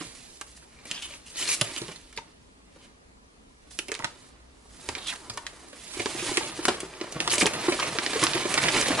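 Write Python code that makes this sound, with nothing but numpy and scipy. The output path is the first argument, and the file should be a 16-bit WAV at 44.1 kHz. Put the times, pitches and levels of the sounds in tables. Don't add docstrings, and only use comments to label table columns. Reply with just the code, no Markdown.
import sys
import numpy as np
from scipy import signal
from scipy.io import wavfile
from scipy.ndimage import uniform_filter1d, map_coordinates

SR = 44100
rng = np.random.default_rng(int(sys.argv[2]) if len(sys.argv) > 2 else 0)


def ratio_of_db(decibels):
    return 10 ** (np.asarray(decibels, float) / 20)


def pcm_store(signal):
    levels = np.round(np.clip(np.atleast_2d(signal), -1, 1) * 32767)
    wavfile.write(sys.argv[1], SR, levels.astype(np.int16).T)


N = 396900


def evened(x):
    return x / np.sqrt(np.mean(x ** 2) + 1e-20)


def read(points, hz):
    f, value = np.transpose(points)
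    return np.interp(np.log(hz + 1), np.log(f + 1), value)


def add(mix, s, sound):
    part = mix[round(s * SR):][:len(sound)]
    part += sound[:len(part)]


def band(x, lo_hz, hi_hz):
    return signal.sosfilt(signal.butter(2, [lo_hz, hi_hz], "band", fs=SR, output="sos"), x)


def resonate(x, hz, width_hz):
    turn = np.exp(2j * np.pi * np.cumsum(hz * np.ones(len(x))) / SR)
    r = np.exp(-np.pi * width_hz / SR)
    smooth = signal.lfilter([1 - r], [1, -r], x / turn + 1e-18)
    return 2 * (turn * smooth).real


# pitch_hz, level_db (per Hz)
ROOM_TONE = [(12, -56), (20, -49), (43, -2.5), (91, -12.5), (213, -11), (250, -5), (344, -17.5), (449, -12),
             (499, -16), (9050, -32), (11500, -36), (15000, -72), (22000, -120)]
# pitch_hz, likeness (1 = same)
ROOM_LIKENESS = [(60, 0.85), (170, 0.83), (500, -0.39), (1430, -1.05), (4100, -0.4), (11800, 0.2)]


def still_room():
    frames, hz = N // 512 + 5, np.fft.rfftfreq(2048, 1 / SR)
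    a, b, c, d, patches = rng.standard_normal((frames, 1025, 5)).T
    patches = evened(uniform_filter1d(uniform_filter1d(patches, 16, 0), 8, 1))
    same = np.clip(read(ROOM_LIKENESS, hz), -1, 1)[:, None]
    left = a + 1j * b
    right = same * left + np.sqrt(1 - same ** 2) * (c + 1j * d)
    z = np.array([left, right]) * ratio_of_db(read(ROOM_TONE, hz)[:, None] + 1.8 * patches)
    tone = signal.istft(z, nperseg=2048, noverlap=1536)[1][:, :N]
    motor = ratio_of_db(-63) * evened(resonate(rng.standard_normal(N), hz=59.6, width_hz=5.4))
    return motor + ratio_of_db(-56) * evened(tone)


# pitch_hz, t60_s
WALLS = [(150, 0.23), (600, 0.26), (2000, 0.17), (6000, 0.2), (11000, 0.24)]


def echoes(x, start_s, t60_factor, change_s, size, count):
    taps = np.zeros((count, 2, size))
    at = np.arange(round(start_s * SR), size - 16, 16)
    at = at + rng.integers(0, 16, (count, 2, len(at)))
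    np.put_along_axis(taps, at, rng.choice([-1., 1.], at.shape), 2)
    hz, t, z = signal.stft(taps, SR, nperseg=256)
    same = 1 / (1 + (hz[:, None] / 700) ** 2)
    z[:, 1] = same * z[:, 0] + np.sqrt(1 - same ** 2) * z[:, 1]
    t60 = t60_factor * read(WALLS, hz)[:, None]
    tails = signal.istft(z * ratio_of_db(-60 * t / t60), SR, nperseg=256)[1]
    tails = tails / np.linalg.norm(tails[0, 0])
    turn = (np.arange(N) / SR / change_s - np.arange(count)[:, None]) % count
    windows = np.sin(np.pi / 2 * np.minimum(turn, 2))
    wet = signal.oaconvolve(np.float32(x * windows)[:, None], np.float32(tails), axes=2)
    return wet.sum(axis=0)[:, :N]


# pitch_hz, width_hz, share
TABLE_BOUNCE = [(189, 80, -0.15), (327, 117, 0.24), (531, 150, -0.22)]


def off_table(paper):
    out = paper
    for hz, width, share in TABLE_BOUNCE:
        out = out + share * signal.lfilter(*signal.iirpeak(hz, hz / width, SR), paper)
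    return out


# time_s, left_minus_right_db
HANDS = [(0.0, -9), (0.45, -5.5), (1.1, -0.5), (1.5, -1), (1.78, -6), (3.46, 0), (3.68, -7), (4.36, -4.5),
         (5.14, -5.5), (5.41, 0), (5.89, -8.5), (6.69, -1), (8.72, -6), (9.0, -3)]


def direct_sound(paper):
    treble = paper - signal.lfilter([.1], [1, -.9], paper)
    half_db = np.interp(np.arange(N) / SR, *np.transpose(HANDS)) / 2
    left = paper + (ratio_of_db(half_db) - 1) * treble
    right = paper + (ratio_of_db(-half_db) - 1) * treble
    wander = evened(uniform_filter1d(uniform_filter1d(rng.standard_normal(N), size=1500), size=1500))
    lag = 1.33 + 1.55 * wander
    return np.array([map_coordinates(left, [np.arange(N) - lag], order=3), right])


def bump(db, hz, t60, chance):
    t = np.arange(len(chance)) / SR
    swing = np.sin(2 * np.pi * hz * t * (1.04 - 3.76 * t)) + .5 * evened(band(chance, 69, 1340))
    return ratio_of_db(db + 1.0 - 60 * (t / t60) ** 1.5) * swing * (1 - np.exp(-t / 0.0018))


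def add_bumps(mix, rows, t60, size):
    for s, db, hz in rows:
        add(mix, s, bump(db, hz, t60, rng.standard_normal(size)))


# start_s, level_db (peak), pitch_hz
THUDS = [(0.008, -35, 175), (1.612, -31.5, 138), (1.813, -37.5, 142), (1.883, -38, 169), (4.886, -35, 99),
         (5.297, -41, 118), (5.992, -38, 107), (6.676, -33, 152), (7.156, -33.5, 155), (7.4287, -27, 200),
         (8.218, -33, 148)]
# start_s, level_db (peak), pitch_hz
BOUNCES = [
    (.01, -37.5, 327),
    (0.06, -45, 130),
    (1.816, -36.5, 355),
    (1.831, -47, 150),
    (1.834, -54, 352),
    (1.854, -51, 200),
    (1.885, -36.5, 405),
    (1.907, -44, 170),
    (3.894, -38, 412),
    (5.734, -59, 350),
]


def add_table_knocks(paper):
    add_bumps(paper, THUDS, t60=0.07, size=6000)
    add_bumps(paper, BOUNCES, t60=0.043, size=3000)


# start_s, level_db (peak), pitch_hz
KNOCKS = [
    (1.615, -25, 592),
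    (2.182, -33, 930),
    (3.79, -40.5, 450),
    (3.917, -32, 430),
    (3.996, -29.5, 944),
    (4.042, -28, 912),
    (4.888, -29.5, 930),
]
# start_s, level_db (peak), pitch_hz
PUSHES = [(5.968, -36, 387), (6.057, -29.5, 300), (6.148, -31, 352), (6.224, -31.5, 380),
          (6.314, -27.5, 367), (6.375, -22.5, 368), (6.589, -28.5, 314), (6.683, -19, 366),
          (6.681, -16.5, 755), (6.83, -31, 400), (7.012, -30, 338), (7.273, -25.5, 754),
          (7.425, -18.5, 300), (7.452, -20, 416), (7.682, -15.5, 367), (7.721, -25, 572), (7.824, -27, 730),
          (7.684, -23, 776), (7.952, -26, 453), (8.155, -22.5, 464), (8.228, -22.5, 368),
          (8.353, -23.5, 373), (8.453, -23, 369), (8.753, -25.5, 907), (8.903, -21.5, 287)]


def add_parcel_bumps(paper):
    add_bumps(paper, KNOCKS, t60=0.032, size=6000)
    add_bumps(paper, PUSHES, t60=0.035, size=6000)


# start_s, stop_s, level_db, gap_pitch_hz, fizz_db
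SLIDES = [(0.889, 1.018, -43, 3000, -18), (1.013, 1.072, -39, 3120, -4), (1.061, 1.143, -51.5, 2960, -18),
          (1.36, 1.45, -46, 3200, 12), (1.47, 1.558, -33, 2580, 7), (1.772, 1.791, -39, 3120, 3.5),
          (2.778, 2.876, -64, 3200, 0), (5.004, 5.08, -46, 3550, -10), (5.06, 5.115, -34.5, 3480, -5),
          (0.691, 0.836, -63, 2230, -16), (1.257, 1.288, -50.5, 2900, 1), (5.121, 5.143, -37, 1470, -6),
          (5.086, 5.127, -38.5, 2470, -16), (5.924, 6.008, -50, 2350, -16), (0.938, 0.974, -45.5, 4900, -8),
          (6.205, 6.275, -46, 3320, 4)]


def slide(length_s, db, hz, fizz_db, chance):
    u = np.linspace(0, 1, round(length_s * SR))
    flutter, grain = chance[:, :len(u)]
    grain = grain * ratio_of_db(2.0 * evened(uniform_filter1d(flutter, size=180)))
    gap = evened(resonate(resonate(grain, hz, 1100), hz, 1100))
    gap = gap + 0.53 * evened(band(grain, 850, 6100))
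    sound = evened(gap) + ratio_of_db(fizz_db) * evened(band(grain, 2740, 11400))
    return ratio_of_db(db) * sound * np.minimum(u / 0.19, 1) * np.minimum((1 - u) / 0.17, 1)


def add_slides(paper):
    for s, stop, db, hz, fizz_db in SLIDES:
        add(paper, s, slide(stop - s, db, hz, fizz_db, rng.standard_normal((2, 9000))))


# start_s, stop_s, level_db
PEELS = [
    (7.298, 7.37, -27.5),
    (7.381, 7.438, -26),
]


def peel(length_s, db, chance):
    u = np.linspace(0, 1, round(length_s * SR))
    clump, grain = chance[:, :len(u)]
    grain = grain * abs(grain) ** .9 * ratio_of_db(3.9 * evened(uniform_filter1d(clump, size=120)))
    sound = evened(band(grain, 2200, 7100)) + 1.3 * evened(band(grain, 5200, 10400))
    return ratio_of_db(db) * evened(sound) * np.minimum(u / 0.08, 1) * np.minimum((1 - u) / 0.22, 1)


def add_peels(paper):
    for s, stop, db in PEELS:
        add(paper, s, peel(stop - s, db, rng.standard_normal((2, 4000))))


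# start_s, level_db (peak), pitch_hz, t60_s
LEAFLET_TICKS = [(.416, -42, 1410, 0.015), (.5761, -40, 1930, 0.0063), (.6265, -45, 1490, .02),
                 (2.184, -32, 2080, 0.0086), (.7891, -42, 2330, 0.011), (.8155, -48, 2170, .015),
                 (.873, -41, 6800, .01), (1.0231, -32, 2790, 0.011), (1.0355, -38.5, 3130, .012),
                 (1.1388, -32, 2600, 0.0091), (1.3583, -27, 4300, 0.012), (1.3773, -30, 4970, .01),
                 (1.3857, -31, 2010, .012), (1.4257, -23, 3100, .012), (1.4775, -17.5, 4260, 0.011),
                 (1.491, -18.5, 2500, 0.018), (1.925, -35, 2940, 0.022), (2.1775, -29.5, 2950, 0.013),
                 (3.79, -24, 3000, 0.02), (3.8855, -34, 5230, 0.0091), (3.892, -31, 2600, .025),
                 (3.9195, -27, 2540, 0.044), (4.001, -31, 1010, 0.017), (4.024, -27, 1900, 0.008),
                 (4.039, -25.5, 960, 0.016), (4.657, -44, 750, 0.018), (5.13, -43, 1300, .015),
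                 (5.3755, -25.5, 960, 0.043), (5.376, -28.5, 1810, 0.05), (5.4665, -23.5, 3100, .003)]
# start_s, level_db (peak), pitch_hz, t60_s
PARCEL_TICKS = [(5.9968, -17.5, 2340, 0.0056), (6.066, -25, 1040, 0.018), (6.293, -21.5, 870, .015),
                (6.378, -14, 1990, 0.017), (6.41, -25.5, 890, 0.048), (6.834, -34, 1110, 0.0058),
                (6.9011, -44, 3430, .01), (6.938, -33, 2480, 0.01), (7.0438, -25, 694, 0.011),
                (7.203, -16, 2860, 0.0079), (7.2984, -16, 4400, 0.0052), (7.3067, -17, 4720, 0.0049),
                (7.314, -18, 3180, .005), (7.3228, -11, 2920, 0.0026), (7.3371, -9, 2650, 0.0032),
                (7.34, -24, 5000, .004), (7.3935, -17, 3520, .004), (7.403, -11, 6200, 0.0029),
                (7.4063, -11, 4860, 0.0037), (7.4208, -5, 2470, 0.0031), (7.4275, -16, 2190, 0.0053),
                (7.669, -24, 3600, 0.0091), (7.792, -17.5, 1290, 0.01), (7.828, -20.5, 1020, 0.016),
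                (7.834, -17, 2520, 0.017), (8.1548, -27, 2020, .01), (8.1962, -27, 2200, .01),
                (8.3522, -19, 2080, 0.014), (7.472, -14.5, 900, 0.0096), (8.642, -14, 2190, 0.0066),
                (8.767, -13.5, 1990, 0.014), (8.777, -19, 1500, 0.011), (8.815, -14, 6040, .006),
                (8.8597, -16.5, 2020, .01), (8.906, -19, 880, 0.01), (8.9183, -17, 1840, 0.011),
                (8.93, -14, 695, 0.0096), (8.99, -19, 1180, 0.013)]


def tick(db, hz, t60, chance):
    t = np.arange(len(chance)) / SR
    grit = band(chance * ratio_of_db(-60 * t / 0.0037), 650, 14400)
    rough = 1 + uniform_filter1d(chance, size=8)
    ring = ratio_of_db(-60 * t / t60) * np.sin(2 * np.pi * hz * t) * rough
    sound = ring + 0.24 * grit / abs(grit).max()
    return ratio_of_db(db) * sound / abs(sound).max()


def add_ticks(paper):
    for s, db, hz, t60 in LEAFLET_TICKS + PARCEL_TICKS:
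        add(paper, s, tick(db, hz, t60, rng.standard_normal(2000)))


def snap(db, hz, dull_db, bright_db, t60, chance, click):
    t = np.arange(len(chance)) / SR
    shock = chance * abs(chance) ** 0.33 * ratio_of_db(-60 * (t / t60) ** 1.5) * (1 - np.exp(-t / 0.0006))
    shock[28:35] += click * np.array([0.3, 0.8, 0.7, 0.1, -0.4, -0.5, -0.2])
    ring = evened(band(shock, 800, 5000)) + 1.2 * evened(resonate(shock, hz, 500))
    bright = band(shock * ratio_of_db(-60 * t / 0.028), 3500, 13100)
    sound = evened(ring) + ratio_of_db(bright_db + 5.5) * evened(bright)
    sound /= abs(sound).max()
    dull = band(shock, 235, 846)
    return ratio_of_db(db + 2) * (sound + ratio_of_db(dull_db) * dull / abs(dull).max())


def add_creases(paper, rows, t60, click):
    for s, db, hz, dull_db, bright_db in rows:
        shorter = 1 - 0.01 * (db + 18.5)
        chance = rng.standard_normal(2600)
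        add(paper, s, snap(db, hz, dull_db, bright_db, t60 * shorter, chance, click))


# start_s, level_db (peak), pitch_hz, dull_db, bright_db
LEAFLET_SNAPS = [(.4117, -24.5, 1050, -31, -8.5), (2.164, -33.5, 4500, -29, -1),
                 (.8537, -30.5, 2080, -10.5, -7), (1.6118, -5, 3040, -25, -7.5),
                 (1.9584, -32, 3670, -34, -12), (2.127, -35.5, 2080, -42, -8),
                 (2.1745, -20, 2310, -17, -41), (2.7598, -47, 926, 0, -20), (3.7075, -42, 937, -31, -7),
                 (3.7888, -14, 2600, -21, -8.5), (3.8829, -27.5, 2400, -9.5, -10),
                 (4.981, -30, 3460, -33, -14), (5.2973, -22, 4750, -39, -13),
                 (5.3735, -21.5, 1090, -13.5, -10), (5.7296, -35, 1580, -4, -18)]
# start_s, level_db (peak), pitch_hz, dull_db, bright_db
PARCEL_SNAPS = [(5.999, -22.5, 2170, -3, -22), (6.1926, -25, 2370, -15, -13), (6.282, -29, 2160, -2.5, 9),
                (6.5882, -50, 1030, -46, -27.5), (6.6823, -10.5, 890, -29, -16),
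                (6.803, -20, 2560, -26, -4), (7.122, -27.5, 1040, -10, 15), (7.1611, -40.5, 1025, 8, -9),
                (7.3316, -12, 920, -14.5, -3), (7.41, -11.5, 2170, -14, -23), (7.4642, -10, 2420, -22, -8),
                (7.535, -17.5, 2590, -25, -7), (7.5823, -29.5, 1190, -1, -17),
                (7.7212, -17, 2240, -10.5, -26), (7.797, -18.5, 1240, -21, -40),
                (7.8232, -19, 2350, -22, -34), (8.2276, -11, 1120, -10, -18), (8.2369, -8, 1080, -21, -6),
                (8.5768, -11.5, 1970, -42, -26), (8.629, -18.5, 2100, -29, -16),
                (8.684, -12.5, 2000, -31, -25), (8.7557, -18, 920, -5, -36), (8.8827, -13.5, 3220, -9, -10)]


def add_snaps(paper):
    add_creases(paper, LEAFLET_SNAPS, t60=0.026, click=3.7)
    add_creases(paper, PARCEL_SNAPS, t60=0.041, click=3.7)


# start_s, level_db (peak), pitch_hz, dull_db, bright_db
LEAFLET_POPS = [(.9128, -12.5, 2930, -23.5, -11), (1.4548, -23, 3550, -34, -18),
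                (1.7629, -18.5, 2880, -22, -14), (1.817, -23.5, 3940, -23, -9),
                (1.8817, -28, 2950, -16.5, -16), (3.9174, -12.5, 1880, -32, -8.5),
                (3.9412, -22, 3770, -41, -11), (3.9505, -18.5, 2220, -51, -11),
                (3.9914, -23, 1900, -13, -9), (4.0443, -9, 1650, -26, -17),
                (4.8887, -12.5, 2270, -16.5, -10), (4.9512, -18.5, 2190, -56, -48),
                (5.466, -15.5, 1800, -39, -9)]
# start_s, level_db (peak), pitch_hz, dull_db, bright_db
PARCEL_POPS = [(6.0584, -12, 1380, -7.5, -38), (6.3715, -2, 2580, -54, -9), (6.6527, -2, 1430, -20.5, -8.5),
               (7.0124, -18, 1880, -13, -30), (7.203, -7, 2400, -19, -15), (7.2761, -5, 970, -20, -15),
               (7.3812, -6.5, 2650, -15, -8), (7.4577, -8.5, 3100, -7, -31), (7.986, -6, 1500, -17, -38),
               (8.063, -9, 1990, -14, -45), (8.133, -15, 1400, -10, -16), (8.2676, -6, 1250, -51, -44),
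               (8.334, -12.5, 2550, -40, -25), (8.541, -5.5, 2480, -25, -8), (8.638, -11, 2200, -11.5, -23),
               (8.812, -8, 1820, -16, -4)]


def add_pops(paper):
    add_creases(paper, LEAFLET_POPS, t60=0.038, click=13)
    add_creases(paper, PARCEL_POPS, t60=0.028, click=13)


def slips(per_s, spread_db, clump_db, clump_s):
    size = ratio_of_db(spread_db * np.minimum(rng.exponential(1, N), 4))
    size = size * np.sign(rng.standard_normal(N))
    span = max(round(clump_s * SR), 2)
    clumps = evened(uniform_filter1d(uniform_filter1d(rng.standard_normal(N), span), span))
    return size * (rng.random(N) < per_s / SR) * ratio_of_db(clump_db * clumps)


def crackle(per_s):
    t, out = np.arange(700) / SR, np.zeros(N)
    clicks = slips(per_s, spread_db=1.5, clump_db=3.0, clump_s=0.083)
    kind = rng.integers(0, 9, N)
    for k, hz in enumerate(np.geomspace(350, 6000, 9)):
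        rattle = rng.standard_normal(700) * ratio_of_db(-60 * t / 0.0044)
        rattle = evened(rattle) + 3.5 * evened(resonate(rattle, hz, 0.5 * hz))
        out += signal.oaconvolve(clicks * (kind == k), rattle)[:N]
    return evened(out)


def strokes(rows, hollow_db, scrape_hz):
    s, swell_s, fade_s, db, skim_db = np.transpose(rows)[:, :, None]
    late = np.arange(0, N + 200, 100) / SR - s
    swell, fade = -late / np.clip(swell_s, .01, 1), late / np.clip(fade_s, .01, 1.5)
    below_db = 20 * np.where(late < 0, swell, fade)
    scrape = ratio_of_db(2 * (db - below_db))
    fizz = scrape * ratio_of_db(2 * skim_db)
    hollow = ratio_of_db(2 * (db + hollow_db - 0.39 * skim_db - below_db / 1.03))
    pitch_hz = scrape_hz + 114 * skim_db
    return np.sum([scrape, fizz, hollow, scrape * pitch_hz], axis=1)


# peak_s, swell_s and fade_s (by 20 dB), scrape_db, skim_db (light touch fizzes more)
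LEAFLET_STROKES = [(0, 2, 0.27, -44, -0.5), (.15, 0, 0.5, -52.5, -2.5), (.33, 1.5, 0.6, -61.5, 8),
                   (.465, -0.9, 0.6, -59, 0.5), (.57, 0.04, 0.05, -56, 4), (.635, .05, 0.03, -53.5, -5),
                   (.8, 2.2, 24, -66.5, -27), (.87, -3, 0.43, -48, 1.5), (.93, 0.3, .5, -51, -10),
                   (1.0, 0.5, 1, -64, 2), (1.145, 0.2, 0.07, -47.5, -1), (1.3, 0, 0.1, -54.5, 7.5),
                   (1.43, 0.14, 0.37, -37, -0.5), (1.545, -0.3, -0.9, -44, 1), (1.645, 0, 0.48, -42, -3.5),
                   (1.735, -0.8, 0.32, -45, 0), (1.78, -2.5, 0.45, -63, -5), (1.92, -0.5, -0.01, -40, -6),
                   (2.14, 0, 0.5, -56.5, -10.5), (2.85, .4, 0.17, -58.5, -9), (3.71, -0.43, 0.4, -57, 7),
                   (4.03, 0.5, .5, -51, -12.5), (4.28, 1.5, 0.05, -65, 6), (4.72, -4.5, -2, -75, -3),
                   (4.84, 0.27, 1.4, -53, 3.5), (4.98, 0.24, 0.23, -46.5, -12), (5.16, -1, 0, -41, -5),
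                   (5.27, 12, 2.1, -53.5, -22), (5.34, -0.04, -0.4, -49.5, 8), (5.5, -1.5, 1, -61, -1),
                   (5.685, 0, 0, -50.5, 1), (5.74, -5, 3, -60, 0), (5.95, 0.27, 1, -46.5, 3)]
# peak_s, swell_s and fade_s (by 20 dB), scrape_db, skim_db
PARCEL_STROKES = [(6.02, -0.18, 0, -34.5, -1), (6.15, -0.3, 0, -50, -1), (6.28, .5, 0.5, -36.5, -2.5),
                  (6.42, -0.44, 0.25, -45, -10), (6.5, 0.8, 0.5, -47, -3), (6.56, -2, .6, -47, -1.5),
                  (6.63, 0, 0.16, -42, 1.5), (6.7, 0.08, 0.15, -36, -12), (6.82, -8, -1, -49.5, -9),
                  (6.95, -0.8, -0.8, -48.5, 1), (7.03, 0.7, 0.5, -49, -15), (7.125, -0.1, -0.16, -44, 5),
                  (7.21, -0.3, 0.1, -40.5, 0), (7.38, 0.25, 0, -36, -12.5), (7.57, 0.7, 0.5, -43, -18),
                  (7.66, 2, 1, -42, -2.5), (7.745, 0.07, -0.1, -36.5, -1), (7.85, 0.5, -0.26, -38, -0.5),
                  (7.89, 0.3, -1.3, -38, -5.5), (7.97, 1, -1, -47, -16), (8.03, -0.7, .4, -39.5, -5.5),
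                  (8.19, .5, 0.9, -34.5, -3.5), (8.4, 5, 3, -37.5, -7), (8.53, 0.13, 0.1, -36, 2.5),
                  (8.61, 0, 0.5, -40, 1), (8.66, 0.26, 0.25, -32, -10), (8.765, 0.13, 0.4, -29, -4),
                  (8.87, -2.3, 7, -39.5, -3), (8.92, 0.1, 0.7, -34.5, -11.5), (9, 0, 12, -32.5, 1)]


def handling():
    leaflet_hz = 2600
    rest = ratio_of_db(2 * np.array([-71, -77, -67]))
    total = strokes(LEAFLET_STROKES, hollow_db=-7.5, scrape_hz=leaflet_hz)
    total = total + strokes(PARCEL_STROKES, hollow_db=-4, scrape_hz=2940)
    total = total + np.append(rest, rest[0] * leaflet_hz)[:, None]
    rows = [*(10 * np.log10(total[:3])), total[3] / total[0]]
    return [np.interp(np.arange(N) / 100, np.arange(len(row)), row) for row in rows]


# pitch_hz, width_hz, level_db
PARCEL_BODY = [(140.3, 34, 2), (369, 9, -8), (704, 490, 0)]


def rubbing():
    scrape_db, fizz_db, parcel_db, hz = handling()
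    crumpled = 1 / (1 + ratio_of_db(-44.0 - parcel_db))
    fine = evened(slips(per_s=9000, spread_db=2.5, clump_db=.7 + 1.3 * crumpled, clump_s=.012))
    fine = fine + 0.44 * crumpled * crackle(per_s=260)

    dull = evened(band(band(fine, 930, 3900), 680, 4200))
    whistle = (1.1 - 0.27 * crumpled) / (1 + ratio_of_db(-54.5 - scrape_db))
    scrape = (1 - 0.21 * crumpled) * evened(band(fine, 1340, 5050)) + 0.32 * crumpled * dull
    scrape = scrape + whistle * evened(resonate(fine, hz, 1800))
    fizz = band(fine, 3100, 11150)

    flex = slips(per_s=1500, spread_db=2, clump_db=2.0 + 2.2 * crumpled, clump_s=0.014) + 0.26 * fine
    hollow = sum(ratio_of_db(db) * evened(resonate(flex, f, w)) for f, w, db in PARCEL_BODY)
    boom = 0.38 * evened(hollow) + 0.09 * evened(band(flex, 29, 170))
    parcel = evened(band(flex, 120, 1650)) + crumpled * boom
    sound = ratio_of_db(scrape_db) * evened(scrape) + ratio_of_db(fizz_db) * evened(fizz)
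    return sound + ratio_of_db(parcel_db) * evened(parcel)


def scene():
    paper = rubbing()
    for add_layer in (add_snaps, add_pops, add_parcel_bumps, add_table_knocks, add_slides, add_ticks, add_peels):
        add_layer(paper)
    paper = off_table(paper)
    near = echoes(paper, start_s=0.000991, t60_factor=0.17, change_s=.05, size=3000, count=7)
    walls = echoes(paper, start_s=.008, t60_factor=1.1, change_s=.12, size=14000, count=3)
    return ratio_of_db(0.5) * direct_sound(paper) + ratio_of_db(-4.5) * near + ratio_of_db(-8.0) * walls + still_room()


def roll_off(x):
    return signal.sosfilt(signal.butter(12, 12380, fs=SR, output="sos"), x)


def record(dry):
    knee = .9
    dry = knee * np.tanh(dry / knee)
    edge = signal.firwin(801, 11150, window=("kaiser", 9), fs=SR)
    limited = signal.oaconvolve(dry, edge[None], "same")
    soften = signal.firwin(25, 9500, window=("kaiser", 5), fs=SR)
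    spill = np.array([np.convolve(side, soften, "same") for side in dry - limited])
    power = uniform_filter1d((spill ** 2).mean(axis=0), size=128)
    sharp = 1. * (power > 4.5 * uniform_filter1d(power, size=2048))
    sharp = uniform_filter1d(sharp, size=256)
    return roll_off(limited + ratio_of_db(14.5) * sharp * spill)


dry = scene()
out = record(dry)
pcm_store(out)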